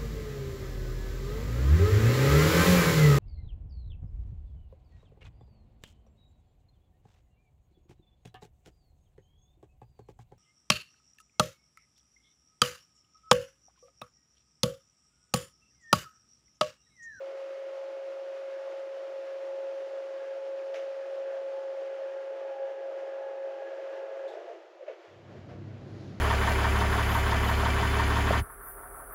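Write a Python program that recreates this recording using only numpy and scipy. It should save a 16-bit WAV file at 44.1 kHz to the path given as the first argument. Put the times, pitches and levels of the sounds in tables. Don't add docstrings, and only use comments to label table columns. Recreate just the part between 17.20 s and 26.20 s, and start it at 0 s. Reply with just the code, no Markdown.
import sys
import numpy as np
from scipy import signal
from scipy.fft import rfft, irfft
from scipy.io import wavfile

SR = 44100
rng = np.random.default_rng(int(sys.argv[2]) if len(sys.argv) > 2 else 0)


def generate_wav(signal):
    frames = np.transpose(np.atleast_2d(signal))
    scaled = np.clip(frames, -1, 1) * 32767
    pcm = np.round(scaled).astype(np.int16)
    wavfile.write(sys.argv[1], SR, pcm)


N = 396900
T = np.arange(N) / SR
HZ = np.fft.rfftfreq(N, 1 / SR) + 0.00083


# (frequency [Hz], density [dB per Hz])
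QUIET_SPECTRUM = [(200, -12), (340, 2), (430, -3.5), (600, -1), (680, -2.5), (750, -6.5), (950, -12),
                  (1100, -12), (2000, -16), (3000, -20.5), (4000, -26), (7000, -34), (9000, -54.5),
                  (12500, -48.5)]
QUIET_DB = -54.5

# (frequency [Hz], density [dB per Hz])
AIR_SPECTRUM = [(25, -23), (45, -13), (75, -0.5), (170, 2), (230, 1), (275, -3.5), (330, 1.5), (400, -8.5),
                (660, -17.5), (950, -26), (1600, -27.5), (4500, -45), (8500, -65), (12000, -77)]
DRAUGHT_SPECTRUM = [(1200, -7), (3000, -2), (4300, 2), (7000, -8), (9000, -30), (10800, -16), (12800, -32)]
# (frequency [Hz], level [dB])
FAN_LINES = [(99.8, -44.5), (132.9, -48)]
# (time [s], gain [dB])
FAN_SWELL_CURVE = [(7.92, 4), (8.02, -1), (8.19, 4), (8.28, -5), (8.4, 4), (8.6, 0), (8.78, -2.5),
                   (8.89, 0.5), (8.95, -6)]
# (time [s], half-width [s], gain [dB])
DRAUGHT_PUFF = (8.85, 0.18, 8.5)
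VENT_START_S, VENT_FADE_S = 7.862, 0.8
VENT_TRIM_DB, DRAUGHT_DB = -0.6, -74.5

# (time [s], level [dB], t60 [s])
BUMP_SPECTRUM = [(60, -15), (150, -5), (330, 3), (500, 1), (700, 0.5), (820, -14), (1600, -14), (3000, -26),
                 (5000, -29), (9000, -53)]
BUMP_EVENTS = [(8.09, -48, 0.46), (8.155, -52, 0.25), (8.283, -42.5, 0.46)]

# (frequency [Hz], density [dB per Hz])
THUD_SPECTRUM = [(150, -32.5), (250, -15), (340, -5), (430, -2.5), (520, 1), (690, 0), (770, -12),
                 (950, -17.5), (1400, -40.5), (3000, -69.5)]
CRACK_SPECTRUM = [(400, -13.5), (850, 3.5), (1300, 8.5), (2000, 7), (2900, 2.5), (4000, -7.5), (6300, -10),
                  (8800, -33.5), (11000, -27.5), (12500, -32)]
SWITCH_SPECTRUM = [(1500, -24.5), (2900, -13), (3450, 6), (4200, -4), (5000, -12), (7500, -16), (9200, -28),
                   (12000, -27)]
# (time [s], level [dB])
SHUDDER_CURVE = [(7.0, -93), (7.07, -49), (7.14, -41.5), (7.2, -43.5), (7.25, -50), (7.29, -48),
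                 (7.38, -50), (7.5, -69), (7.56, -55), (7.7, -66), (7.8, -90)]
# (time [s], half-width [s], frequency [Hz], level [dB])
SHUDDER_TONES = [(7.11, 0.02, 815, -49), (7.175, 0.029, 676, -46.5), (7.295, 0.035, 682, -44.5)]
# (time [s], thud [dB], thud pitch [Hz], thud build-up [s], crack [dB],
# crack treble gain [dB], t60 of crack and room tail [s])
KNOCK_EVENTS = [(3.540, -36, 623, 0.006, -46.5, 6.5, 0.15), (3.555, -41.5, 480, 0.0055, -56.5, 8, 0.63),
                (7.095, -48, 680, 0.005, -68, -4, 0.86), (7.122, -41, 498, 0.005, -59, -3, 0.87),
                (7.282, -40, 564, 0.0056, -66, -5, 0.25), (7.305, -37, 606, 0.006, -70, -5, 0.25),
                (7.433, -43, 610, 0.0034, -72, -8, 0.11), (7.589, -44.5, 560, 0.006, -73, 1.5, 0.46),
                (7.604, -40, 567, 0.006, -73, -4, 0.44), (7.621, -39, 529, 0.0064, -67, -4, 0.44),
                (7.663, -44, 600, 0.005, -59, -15, 0.15), (7.678, -31.5, 601, 0.006, -49.5, -15, 0.12),
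                (7.693, -34, 508, 0.0053, -60, -12, 0.33), (7.708, -40, 473, 0.0041, -63, -3, 0.17),
                (7.728, -42, 500, 0.003, -65, -4, 0.2)]
# (time [s], level [dB], t60 [s])
SWITCH_CLICK = (7.078, -56.5, 0.31)

# (frequency [Hz], width [Hz], relative gain [dB])
FRAME_MODES = [(337, 33, -8.5), (431, 82, -3.5), (506.4, 95, 0.5), (578.7, 91, 2), (637.5, 58.5, 2.5),
               (674.8, 28, 2), (844, 68, -9.5)]
# (frequency [Hz], density [dB per Hz])
RATTLE_SPECTRUM = [(600, -29), (900, 0), (1200, 1.5), (1450, 1), (1650, -3), (1900, -1.5), (2250, -5.5),
                   (2950, -6.5), (3600, -17), (5000, -44.5)]
BRUSH_SPECTRUM = [(1800, -19.5), (2700, 4), (3500, 3), (4500, 1.5), (5500, 0.5), (7000, -6), (8000, -12),
                  (9200, -23), (11000, -12), (12800, -26.5)]
# (bed upright [dB], bed flat [dB])
RUMBLE_TRAVEL = (-53.5, -46.5)
RATTLE_TRAVEL = (-58.5, -58.5)
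HOUSING_TRAVEL = (-74, -62)
# (time [s], half-width [s], rise of housing ring and high whine [dB], rise of rattle [dB])
SCREW_RUBS = [(0.43, 0.07, 3, 0.5), (1.378, 0.1, 9.5, 0.7), (2.097, 0.06, 8, 1), (3.048, 0.13, 9, 0.5),
              (3.82, 0.05, 10, 1), (4.11, 0.095, 9, 2), (4.8, 0.22, 2.5, 1.2)]
BRUSH_DB, EASE_DB, EASE_S, EASE_LENGTH_S = -67, -4.5, 4.9, 0.5

SHAFT_HZ, MESH_ORDER, WHEEL_RATIO = 45.29, 12, 19
STOP_S, COAST_S = 7.075, 0.017
# (time [s], level [dB])
MESH_CURVE = [(0.05, -39.5), (2.18, -39), (2.29, -36.5), (2.82, -38.5), (3.53, -36.5), (3.86, -38.5),
              (3.98, -36), (5.16, -38), (5.32, -36), (5.35, -41.5), (5.43, -33.5), (5.49, -39.5),
              (6.09, -38), (6.17, -41), (6.26, -34), (6.38, -42), (6.69, -39), (7.0, -41.5)]
# (time [s], half-width [s], gain [dB])
END_STOP_SURGE = (7.064, 0.019, 6.8)
# (multiple of shaft rate [1], bed upright [dB], bed flat [dB])
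SHAFT_HARMONICS = [(9, -79.5, -60.5), (10, -73, -68), (13, -57, -62), (14, -71, -66), (15, -73.5, -63.5),
                   (17, -74.5, -68), (21, -81.5, -71), (24, -71.5, -74.5), (28, -75.5, -76.5),
                   (31, -72, -69.5), (36, -80.5, -71.5), (45, -83.5, -76), (48, -70.5, -92.5),
                   (55, -76, -76.5)]
WHINE_MULTIPLES = (18, 19, 37)
# (time [s], level [dB])
LOW_WHINE_CURVE = [(0, -68.5), (4.2, -67), (4.7, -61), (4.85, -64.5), (5.2, -65), (5.35, -50.5),
                   (5.72, -59.5), (6.14, -55.5), (6.28, -57), (6.39, -51.5), (6.57, -70.5), (6.87, -56),
                   (7.0, -72)]
MIDDLE_WHINE_CURVE = [(0, -65), (0.41, -77.5), (0.6, -61.5), (1.17, -72.5), (1.38, -61), (2.15, -69),
                      (2.3, -61.5), (2.89, -67), (3.14, -61), (4.1, -65.5), (4.38, -58), (4.62, -65.5),
                      (5.18, -56), (5.65, -64.5), (6.03, -55), (6.5, -69.5), (6.8, -55.5), (7.0, -70)]
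HIGH_WHINE_CURVE = [(4.2, -77), (4.55, -70), (4.85, -68.5), (5.15, -74), (5.45, -65.5), (6.25, -65),
                    (6.36, -69.5), (6.48, -53.5), (6.6, -65.5), (6.93, -62), (7.05, -76)]

LOW_CUT_HZ, TOP_HZ = 329, 12800


def undb(db):
    return np.exp(np.asarray(db) * (np.log(10) / 20))


def unit(x):
    return x / np.std(x)


def curve(rows):
    return undb(np.interp(T, *np.transpose(rows)))


def travel(upright_db, flat_db):
    return undb(np.interp(T, [0, STOP_S], [upright_db, flat_db]))


def step(time, length):
    return (1 + np.tanh((T - time) / length)) / 2


def swell(time, half_width):
    return np.exp(-((T - time) / half_width) ** 2)


def fade(start, t60, rise=0.0017):
    age = np.maximum(T - start, 0)
    return (1 - np.exp(-age / rise)) * np.exp(-np.log(1000) * age / t60)


def noise():
    return rng.standard_normal(N)


def walk(rate):
    times = T[::20]
    chance = rfft(rng.standard_normal(len(times)))
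    smooth = chance * np.exp(-(HZ[:len(chance)] / rate) ** 2)
    return np.interp(T, times, unit(irfft(smooth, len(times))))


def colour(x, points):
    hz, db = np.transpose(points)
    gain = undb(np.interp(np.log(HZ), np.log(hz), db))
    return unit(irfft(rfft(x) * gain, N))


def ring(x, hz, width):
    return signal.lfilter(*signal.iirpeak(hz, hz / width, fs=SR), x)


def low_cut(x, order=40, leak_db=-30):
    ratio = np.minimum(LOW_CUT_HZ / HZ, 2)
    gain = undb(leak_db) + 1 / np.sqrt(1 + ratio ** (2 * order))
    return irfft(rfft(x) * gain, N)


def still_room():
    return colour(noise(), QUIET_SPECTRUM) * undb(QUIET_DB + 1.3 * walk(4.8))


def ventilation(air_db=-44.0, waver_db=1.2, gust_db=0.8, wander_rad=0.77):
    lines = 0
    for hz, db in FAN_LINES:
        tone = np.sin(2 * np.pi * hz * T + wander_rad * walk(8.6))
        lines = lines + undb(db + waver_db * walk(16)) * tone
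    lines = np.sqrt(2) * curve(FAN_SWELL_CURVE) * lines
    air = colour(noise(), AIR_SPECTRUM) * undb(air_db + gust_db * walk(25))
    time, half_width, puff_db = DRAUGHT_PUFF
    draught_gain = undb(DRAUGHT_DB + puff_db * swell(time, half_width))
    hiss = low_cut(colour(noise(), DRAUGHT_SPECTRUM)) * draught_gain
    fade_in = np.clip((T - VENT_START_S) / VENT_FADE_S, 0, 1)
    return fade_in * (undb(VENT_TRIM_DB) * (lines + air) + hiss)


def bumps(rise_s=0.0089):
    envelope = sum(undb(db) * fade(start, t60, rise_s) for start, db, t60 in BUMP_EVENTS)
    return colour(noise(), BUMP_SPECTRUM) * envelope


def shudder(slip_rad=0.45):
    rings = 0
    for time, half_width, hz, db in SHUDDER_TONES:
        tone = np.sin(2 * np.pi * hz * T + slip_rad * walk(30))
        rings = rings + undb(db) * swell(time, half_width) * tone
    return curve(SHUDDER_CURVE) * colour(noise(), THUD_SPECTRUM) + np.sqrt(2) * rings


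def knocks(tail_db=-16.5):
    tail_noise = colour(noise(), THUD_SPECTRUM)
    crack = colour(noise(), CRACK_SPECTRUM)
    treble = signal.sosfilt(signal.butter(1, 3000, "high", fs=SR, output="sos"), crack)
    out = 0
    for start, thud_db, hz, rise, crack_db, treble_db, t60 in KNOCK_EVENTS:
        age = np.clip(T - start, 0, 1)
        blow = (age / rise * np.exp(1 - age / rise)) ** 2
        body = blow * np.sin(2 * np.pi * hz * age)
        tail = undb(tail_db) * fade(start + rise, t60) * tail_noise
        snap = fade(start, t60) * (crack + (undb(treble_db) - 1) * treble)
        out = out + undb(thud_db) * (body + tail) + undb(crack_db) * snap
    return out


def switch_click():
    start, db, t60 = SWITCH_CLICK
    return undb(db) * fade(start, t60) * colour(noise(), SWITCH_SPECTRUM)


def frame(x):
    modes = 0
    for k, (hz, width, db) in enumerate(FRAME_MODES):
        modes = modes + (-1) ** k * undb(db) * ring(x, hz, width)
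    return unit(signal.sosfilt(signal.butter(5, 950, fs=SR, output="sos"), modes))


def gears(angle, wheel, rub_db, mesh_db=0.74, flutter_db=0.76, waver_db=2.0, whine_waver_db=1.5,
          whine_wheel_db=1.0, harmonics_db=0.2, slip_rad=0.31, whine_slip_rad=0.46, rasp=0.21):
    def partial(multiple, jitter_rad):
        phase = rng.uniform(0, 2 * np.pi) + jitter_rad * walk(9.1)
        return np.sin(round(multiple) * angle + phase)

    time, half_width, surge_db = END_STOP_SURGE
    mesh_gain = undb(mesh_db + surge_db * swell(time, half_width) + flutter_db * walk(22))
    out = curve(MESH_CURVE) * mesh_gain * np.sin(MESH_ORDER * angle)
    for multiple, upright_db, flat_db in SHAFT_HARMONICS:
        gain = travel(upright_db, flat_db) * undb(harmonics_db + waver_db * walk(6.7))
        out = out + gain * partial(multiple, slip_rad)
    low, middle, high = (partial(multiple, whine_slip_rad) * undb(whine_waver_db * walk(9.5))
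                         for multiple in WHINE_MULTIPLES)
    lower_whines = curve(LOW_WHINE_CURVE) * low + curve(MIDDLE_WHINE_CURVE) * middle
    out = out + undb(whine_wheel_db * wheel) * lower_whines
    out = out + curve(HIGH_WHINE_CURVE) * undb(rub_db) * high * (1 + rasp * walk(70))
    return np.sqrt(2) * out


def motor(housing_hz=1640, housing_width_hz=260, throb=0.12, wheel_db=0.35, grain_db=0.5, grind_db=1.55,
          rumble_waver_db=0.4, housing_waver_db=0.3):
    stopped = np.maximum(T - STOP_S, 0)
    speed = SHAFT_HZ * (1 + 0.00088 * walk(3.18)) * np.exp(-stopped / 2.7)
    angle = 2 * np.pi * np.cumsum(speed) / SR
    wheel = -np.cos(angle / WHEEL_RATIO)
    contact = 1 + throb * np.cos(angle) + 0.14 * np.cos(3 * angle)
    friction = undb(0.7 * walk(12))
    ring_rise, rattle_rise = sum(np.outer(rises, swell(time, half_width))
                                 for time, half_width, *rises in SCREW_RUBS)

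    rumble = frame(noise() * contact * undb(grind_db * walk(35)))
    rumble = rumble * travel(*RUMBLE_TRAVEL) * undb(wheel_db * wheel + rumble_waver_db * walk(15.0))

    rattle = colour(noise() * contact * undb(grain_db * walk(440)), RATTLE_SPECTRUM)
    rattle = rattle * travel(*RATTLE_TRAVEL) * undb(rattle_rise) * friction

    housing = noise() * contact
    for _ in range(2):
        housing = ring(housing, housing_hz, housing_width_hz)
    housing = unit(housing) * travel(*HOUSING_TRAVEL) * undb(ring_rise + housing_waver_db * walk(6))

    eased = step(EASE_S, EASE_LENGTH_S)
    hiss = colour(noise(), BRUSH_SPECTRUM) * undb(BRUSH_DB + EASE_DB * eased) * friction

    tones = gears(angle, wheel, ring_rise) * np.exp(-stopped / COAST_S)
    return tones + (rumble + rattle + housing + hiss) * np.exp(-stopped / 0.29)


def scene():
    thin = still_room() + shudder() + knocks() + switch_click() + motor()
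    thin = thin * signal.windows.tukey(N, .002)
    return (ventilation() + bumps() + low_cut(thin))[None]


def record(dry):
    return signal.sosfilt(signal.ellip(10, .2, 80, TOP_HZ, fs=SR, output="sos"), dry)


dry = scene()
out = record(dry)
generate_wav(out)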